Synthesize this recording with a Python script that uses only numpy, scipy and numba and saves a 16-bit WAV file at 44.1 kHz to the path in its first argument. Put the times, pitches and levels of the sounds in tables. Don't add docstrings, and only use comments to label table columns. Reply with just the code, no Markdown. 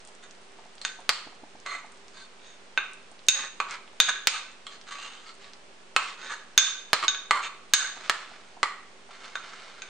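import sys
import numpy as np
from scipy import signal
from scipy.fft import rfft, irfft
from scipy.io import wavfile
from numba import njit

SR = 44100
rng = np.random.default_rng(int(sys.argv[2]) if len(sys.argv) > 2 else 0)


def log_audio(samples):
    frames = np.atleast_2d(samples).T
    limited = np.clip(frames, -1, 1)
    pcm = np.round(limited * 32767).astype(np.int16)
    wavfile.write(sys.argv[1], SR, pcm)


N = 436140

# frequency_hz, relative_db
HISS_SHAPE = [(12, -35), (20, -27.5), (33, -26.5), (193, -22.5), (348, -18), (396, -12), (439, -18),
              (474, -15), (3030, -21.5), (9400, -32.5), (12200, -100), (20700, -120)]
# frequency_hz, correlation
HISS_LIKENESS = [(60, 0.44), (240, 0.76), (950, 0.21), (3770, 0.18), (15000, 0.17)]
# pitch_hz, rms_db
HUM_TONES = [(105, -90.5), (193, -72), (240, -74), (395, -71.5)]
# frequency_hz, t60_s
KITCHEN_DECAY = [(150, 0.085), (400, 0.35), (1000, 0.5), (2500, 0.54), (5000, 0.45), (9000, 0.41)]
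# frequency_hz, correlation
ECHO_LIKENESS = [(200, 1), (1000, 0.9), (2000, 0.75), (3500, 0.13), (6500, 0.05), (9000, 0.18)]
# start_s, level_db (before trim), pitch_hz
THREAD_SNAPS = [(0.0506, -31.5, 8300), (0.0747, -32.5, 7500), (0.31, -34, 4760), (0.7818, -35, 3330),
                (2.0822, -35.5, 4500), (2.9345, -30, 8300), (3.71, -22.5, 5030), (4.8138, -33, 3920),
                (5.0498, -37, 2730), (5.134, -37, 2880), (5.5349, -30.5, 3900)]
# start_s, level_db (before trim), pitch_hz
AIR_POCKETS = [(0.587, -40, 775), (0.989, -36, 705), (1.268, -37.5, 322), (1.324, -42, 700),
               (1.433, -37, 314), (1.549, -40.5, 390), (1.841, -38, 1080), (7.968, -36.5, 690),
               (8.568, -37, 715), (9.091, -40.5, 596)]
# time_s, pops_per_s
CRACKLE_RATE = [(0, 53.7), (1.4, 20.9), (2.1, 43), (2.6, 16.6), (5.4, 25.6), (5.65, 2), (8.3, 14),
                (8.9, 1.8), (9.2, 18)]
# pitch_hz, gain_db, t60_s
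BOWL_MODES = [(972, -3, 0.082), (1147, 11, 0.087), (1254, 8, 0.012), (1897, -5, 0.033), (2144, 0, 0.024),
              (3000, -6, 0.0053), (4166, 8.5, 0.046), (7550, 6.5, 0.0088), (8900, 12, 0.048)]
SPOON_MODES = [(1523, 13.6, 0.046), (1630, 11.4, 0.16), (2490, 1.6, 0.019), (3639, 16.3, 0.049),
               (3754, 10, 0.05), (6400, 7.2, 0.092), (6470, 21.7, 0.039), (6574, 21.7, 0.053),
               (6940, 5.3, 0.12), (8000, 4.6, 0.01), (8440, 8, 0.099)]
# frequency_hz, gain_db
BOWL_RADIATION = [(60, 2), (200, 1.5), (450, 3.5), (800, 2.5), (1300, 4), (2500, 4.5), (4500, 10),
                  (5700, 8), (6450, 8), (7200, 8.5), (9200, 3.5)]
# start_s, length_s, level_db (before trim), ring_db, spoon_share, hollow_hz
SHORT_STROKES = [(0.223, 0.041, -48.5, 7, 0.8, 1750), (0.828, 0.1, -43, -1, 0.4, 4460),
                 (1.653, 0.16, -35.5, 24, 0.24, 2020), (2.13, 0.15, -49, 15, .4, 4370),
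                 (2.4, 0.18, -53.5, -1, 0.9, 3540), (3.311, 0.18, -33.5, -6, 0.53, 1820),
                 (3.678, 0.11, -37.5, -1, 0.03, 2320), (4.078, 0.033, -19.5, 5, 0.83, 1670),
                 (4.314, .096, -32, 19, 0.42, 2680), (4.701, 0.073, -47, 1, 0.4, 4400),
                 (5.253, 0.074, -45.5, 5, 0.07, 4480), (5.39, 0.15, -52, -11, 0, 3960),
                 (5.98, 0.19, -39.5, -15, 0.5, 3170), (6.17, 0.27, -41, -3, 0.74, 1680),
                 (6.294, 0.061, -33, 10, 0.3, 1710), (7.025, 0.031, -21, 1.5, 0.03, 1190),
                 (7.338, 0.081, -29, 10, 0, 1160), (7.415, 0.077, -32.5, 8.5, 0.24, 2480),
                 (7.759, 0.15, -32.5, 8, 0.63, 1690)]
# start_s, level_db (energy over 10 ms), centre_hz, ring_db, spoon_share, hollow_hz
SPOON_BLOWS = [(0.8155, -41, 3600, 3, 0, 4100), (0.8504, -27, 2400, -3, 0.65, 1560),
               (1.0928, -15, 2050, -9, 0, 4460), (1.6629, -36.5, 1530, 0.5, 0.4, 2020),
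               (2.7757, -21.5, 2430, 9.5, 0.65, 2630), (3.2856, -7.5, 4520, 0, 0.91, 2620),
               (3.6019, -24.5, 1340, 10.5, 0.23, 2480), (4.0018, -6.5, 2540, -3, 1, 3580),
               (4.2721, -9.5, 2660, -17.5, 0.62, 2400), (4.6677, -39.5, 2767, 25, 0.03, 3250),
               (5.9639, -16.5, 1530, 7, 0.12, 2590), (6.5778, -3, 3870, 7, 0.71, 6400),
               (6.9319, -10, 1580, -16, 0, 4150), (7.0813, -17.5, 4930, 8.5, 1, 6550),
               (7.147, -33, 2930, 6.5, 1, 3600), (7.3096, -16, 1320, 8, 0.12, 2050),
               (7.7366, -5.5, 3670, -1, 0.55, 1640), (8.0971, -16.5, 1564, -10, 0, 1720),
               (8.631, -19.5, 1310, -0.5, 0, 1960), (9.3553, -31.5, 1740, 3.5, 0.7, 1400),
               (9.82, -39, 2420, 0.5, .9, 2450)]
# time_s, level_db (before trim), hollow_hz
WALL_CLIMB = [(4.865, -48, 1400), (4.91, -38.5, 1400), (4.97, -44, 2550), (5.07, -41.5, 2900),
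              (5.11, -48, 2900), (5.18, -50, 3150), (5.26, -58, 3540)]
# time_s, level_db (before trim)
GATHERING_DRAGS = [
    [(7.9, -54), (8.03, -42), (8.17, -46), (8.32, -50.5), (8.55, -62)],
    [(9.08, -67), (9.11, -48), (9.2, -53), (9.25, -41.5), (9.32, -51.5), (9.45, -45.5), (9.7, -49),
     (9.89, -51)],
]
# frequency_hz, left_minus_right_db
MIC_BALANCE = [(100, -3), (1200, -2.5), (4000, -1), (6500, -3.5), (8500, -3.5)]
# frequency_hz, gain_db
TREBLE_ROLLOFF = [(9700, 0), (12500, -1), (16000, -12)]

WALL_CRACK_DB = -6


def amp(db):
    return 10 ** (np.asarray(db) / 20)


def unit_rms(x):
    return x / np.sqrt(np.mean(x ** 2) + 1e-20)


def read(points, hz):
    table_hz, value = np.transpose(points)
    return np.interp(np.log(hz + 1), np.log(table_hz + 1), value)


def add(mix, start_s, sound):
    part = mix[:, max(round(start_s * SR), 0):][:, :sound.shape[1]]
    part += sound[:, :part.shape[1]]


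def stereo_pair(spectra, likeness):
    mid = np.sqrt((1 + likeness) / 2) * spectra[0]
    side = np.sqrt((1 - likeness) / 2) * spectra[1]
    return np.array([mid + side, mid - side])


def room_tone(hiss_db=-53.5, waver=0.098):
    hz, t = np.fft.rfftfreq(N, 1 / SR), np.arange(N) / SR
    noise = stereo_pair(rfft(rng.standard_normal((2, N))), read(HISS_LIKENESS, hz))
    out = amp(hiss_db) * unit_rms(irfft(noise * amp(read(HISS_SHAPE, hz)), N))
    knots_s = np.linspace(0, t[-1], 80)
    for pitch_hz, db in HUM_TONES:
        wander = rng.standard_normal(len(knots_s)) + 1j * rng.standard_normal(len(knots_s))
        drift = 1 + waver * np.interp(t, knots_s, wander)
        out += amp(db) * np.sqrt(2) * (drift * np.exp(2j * np.pi * pitch_hz * t)).real
    return out


def kitchen(direct, to_walls, room_db, flutter_db=-6, flutter_t60_s=0.046, gap_s=0.00079, rise_s=0.0016):
    t = np.arange(SR // 2) / SR
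    taps = rng.choice([-1., 1.], (2, len(t))) * (rng.random((2, len(t))) < 1 / 4)
    hz, frame_s, echoes = signal.stft(taps, SR, nperseg=256)
    echoes = stereo_pair(echoes, read(ECHO_LIKENESS, hz)[:, None])
    flutter = signal.istft(echoes, SR, nperseg=256)[1][:, :len(t)]
    flutter *= amp(-60 * t / flutter_t60_s) * (t > gap_s)
    near = amp(flutter_db) * unit_rms(flutter) / np.sqrt(len(t))
    near[:, 0] += 1
    wall_decay = amp(-60 * frame_s / read(KITCHEN_DECAY, hz)[:, None])
    walls = signal.istft(echoes * wall_decay, SR, nperseg=256)[1][:, :len(t)]
    walls *= np.minimum(t / rise_s, 1) ** 2
    walls = amp(room_db) * unit_rms(walls) / np.sqrt(len(t))
    close = signal.fftconvolve(direct[None], near, axes=1)
    return close + signal.fftconvolve(to_walls[None], walls, axes=1)


def pop(peak_db, pitch_hz, decay_cycles, glide=0.13):
    turns = pitch_hz * np.arange(SR // 25) / SR
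    envelope = turns * np.exp(-turns / decay_cycles)
    wave = envelope * np.sin(2 * np.pi * turns * (1 + glide * np.minimum(turns, 4)))
    return (amp(peak_db) * wave / abs(wave).max())[None]


def paste(snap_trim_db=2, plop_trim_db=-3, snap_cycles=0.35, plop_cycles=0.4, pocket_share=0.16):
    out = np.zeros((1, N))
    for start_s, db, pitch_hz in THREAD_SNAPS:
        add(out, start_s, pop(db + snap_trim_db, pitch_hz, snap_cycles))
    for start_s, db, pitch_hz in AIR_POCKETS:
        add(out, start_s, pop(db + plop_trim_db, pitch_hz, plop_cycles))
        add(out, start_s + 0.00389, pop(db - 3, pitch_hz=593, decay_cycles=0.7))
    t = np.arange(N) / SR
    starts_s = t[rng.random(N) < np.interp(t, *np.transpose(CRACKLE_RATE)) / SR]
    for start_s, (kind, pitch, rarity) in zip(starts_s, rng.random((len(starts_s), 3))):
        extra_db = 4 * min(-np.log(rarity), 3)
        if kind < pocket_share:
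            add(out, start_s, pop(-54 + extra_db, np.interp(pitch, [0, 1], [500, 950]), plop_cycles))
        else:
            add(out, start_s, pop(-47.5 + extra_db, np.interp(pitch, [0, 1], [2000, 8000]), snap_cycles))
    return kitchen(out[0], out[0], room_db=-9)[:, :N]


def ringing(modes, t, detune=0.008):
    hz, db, t60_s = np.transpose(modes)[:, :, None]
    damping = np.log(1000) / t60_s
    hz = hz * (1 + detune * rng.standard_normal(hz.shape))
    return (amp(db) * 2 * damping / SR * np.exp(-damping * t) * np.cos(2 * np.pi * hz * t)).sum(0)


def contact(centre_hz, fall_db_per_octave, ring_db, spoon_share, size=4096):
    hz, t = np.fft.rfftfreq(size, 1 / SR), np.arange(size) / SR
    ratio = (hz + 1) / centre_hz
    treble_loss_db = (fall_db_per_octave + 6) / 4 * np.log2(1 + ratio ** 4)
    db = read(BOWL_RADIATION, hz) + 20 * np.log10(ratio) - treble_loss_db
    log_gain = np.log(amp(np.r_[db, db[-2:0:-1]]))
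    crack = np.fft.ifft(np.exp(np.conj(signal.hilbert(log_gain)))).real
    modes = (1 - spoon_share) * ringing(BOWL_MODES, t) + spoon_share * ringing(SPOON_MODES, t)
    return crack, signal.fftconvolve(crack, amp(ring_db) * modes)[:size]


def hollow(x, hz, db, t60_cycles=28):
    carrier = np.exp(2j * np.pi * np.cumsum(hz * np.ones(len(x))) / SR)
    pole = np.exp(-np.log(1000) * np.mean(hz) / t60_cycles / SR)
    return 2 * amp(db) * (carrier * signal.lfilter([1 - pole], [1, -pole], x / carrier + 1e-18)).real


def rub(pressure, hollow_hz, ring_db, spoon_share, brightness=1, slips_per_s=950, trim_db=-2):
    n, mean_hz = len(pressure), np.mean(hollow_hz)
    slipping = rng.random(n) < slips_per_s / SR
    slip_db = 2.6 * np.minimum(rng.exponential(1, n), 3)
    slips = unit_rms(slipping * amp(slip_db) * rng.choice([-1, 1], n))
    centre_hz = brightness * 1806 * (mean_hz / 2200) ** 0.27
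    crack, ring = contact(centre_hz, fall_db_per_octave=11, ring_db=ring_db, spoon_share=spoon_share)
    hollow_db = 6.5 + ring_db
    one_slip = crack + ring + hollow(crack, mean_hz, hollow_db)
    force = amp(trim_db) * slips * pressure / np.linalg.norm(one_slip)
    rasp = signal.fftconvolve(force, crack)
    glide_hz = np.pad(hollow_hz * np.ones(n), (0, len(rasp) - n), "edge")
    singing = signal.fftconvolve(force, ring) + hollow(rasp, glide_hz, hollow_db)
    return kitchen(rasp + singing, amp(WALL_CRACK_DB) * rasp + singing, room_db=-4)


def scrapes(skew=0.69):
    out = np.zeros((2, N))
    for start_s, length_s, db, ring_db, spoon_share, hollow_hz in SHORT_STROKES:
        progress = np.arange(0, length_s, 1 / SR) / length_s
        pressure = amp(db) * np.sin(np.pi * progress ** skew)
        add(out, start_s, rub(pressure, hollow_hz, ring_db, spoon_share))
    return out


def blows():
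    out = np.zeros((2, N))
    for start_s, db, centre_hz, ring_db, spoon_share, hollow_hz in SPOON_BLOWS:
        bounce = (spoon_share * amp(ring_db)) ** 2
        fall_db_per_octave = 9 + 4.5 * bounce
        crack, ring = contact(centre_hz, fall_db_per_octave, ring_db, spoon_share)
        ring = ring + hollow(crack, hollow_hz, db=8.5 + 0.85 * ring_db)
        gain = amp(db) * np.sqrt(SR / 100) / np.linalg.norm(crack + ring)
        room_db = -5 - 0.117 * db
        add(out, start_s, gain * kitchen(crack + ring, amp(WALL_CRACK_DB) * crack + ring, room_db))
    return out


def follow(curve):
    time_s, *columns = np.transpose(curve)
    t = np.arange(time_s[0], time_s[-1], 1 / SR)
    return time_s[0], *(np.interp(t, time_s, column) for column in columns)


def drags():
    out = np.zeros((2, N))
    start_s, db, hollow_hz = follow(WALL_CLIMB)
    add(out, start_s, rub(amp(db), hollow_hz, ring_db=4, spoon_share=0.27, brightness=1.14))
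    for start_s, db in map(follow, GATHERING_DRAGS):
        add(out, start_s, rub(amp(db), hollow_hz=1330, ring_db=-20, spoon_share=0.6))
    return out


def scene():
    mix = blows() + scrapes() + drags() + paste() + room_tone()
    lean_db = read(MIC_BALANCE, np.fft.rfftfreq(N, 1 / SR)) / 2
    return irfft(rfft(mix) * amp([lean_db, -lean_db]), N)


def lowpass(x, hz):
    return signal.oaconvolve(x, signal.firwin(255, hz, window=("kaiser", 8), fs=SR)[None], "same")


@njit
def limiter(peak, ceiling, attack, release):
    gains, gain = np.ones(len(peak)), 1.
    for i in range(len(peak)):
        if peak[i] * gain > ceiling:
            gain += (ceiling / peak[i] - gain) * attack
        else:
            gain += (1 - gain) * release
        gains[i] = gain
    return gains


def record(dry, dc_offset=0.0023, ceiling=0.85, attack_s=0.000092, release_s=0.11):
    mic = lowpass(dry, hz=9650) + dc_offset
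    attack, release = 1 - np.exp(-1 / (attack_s * SR)), 1 / (release_s * SR)
    gain = limiter(abs(mic).max(0), ceiling, attack, release)
    clipped = np.clip(mic * gain, -1, 1)
    rolloff = amp(read(TREBLE_ROLLOFF, np.fft.rfftfreq(N, 1 / SR)))
    return lowpass(irfft(rfft(clipped) * rolloff, N), hz=16400)


dry = scene()
out = record(dry)
log_audio(out)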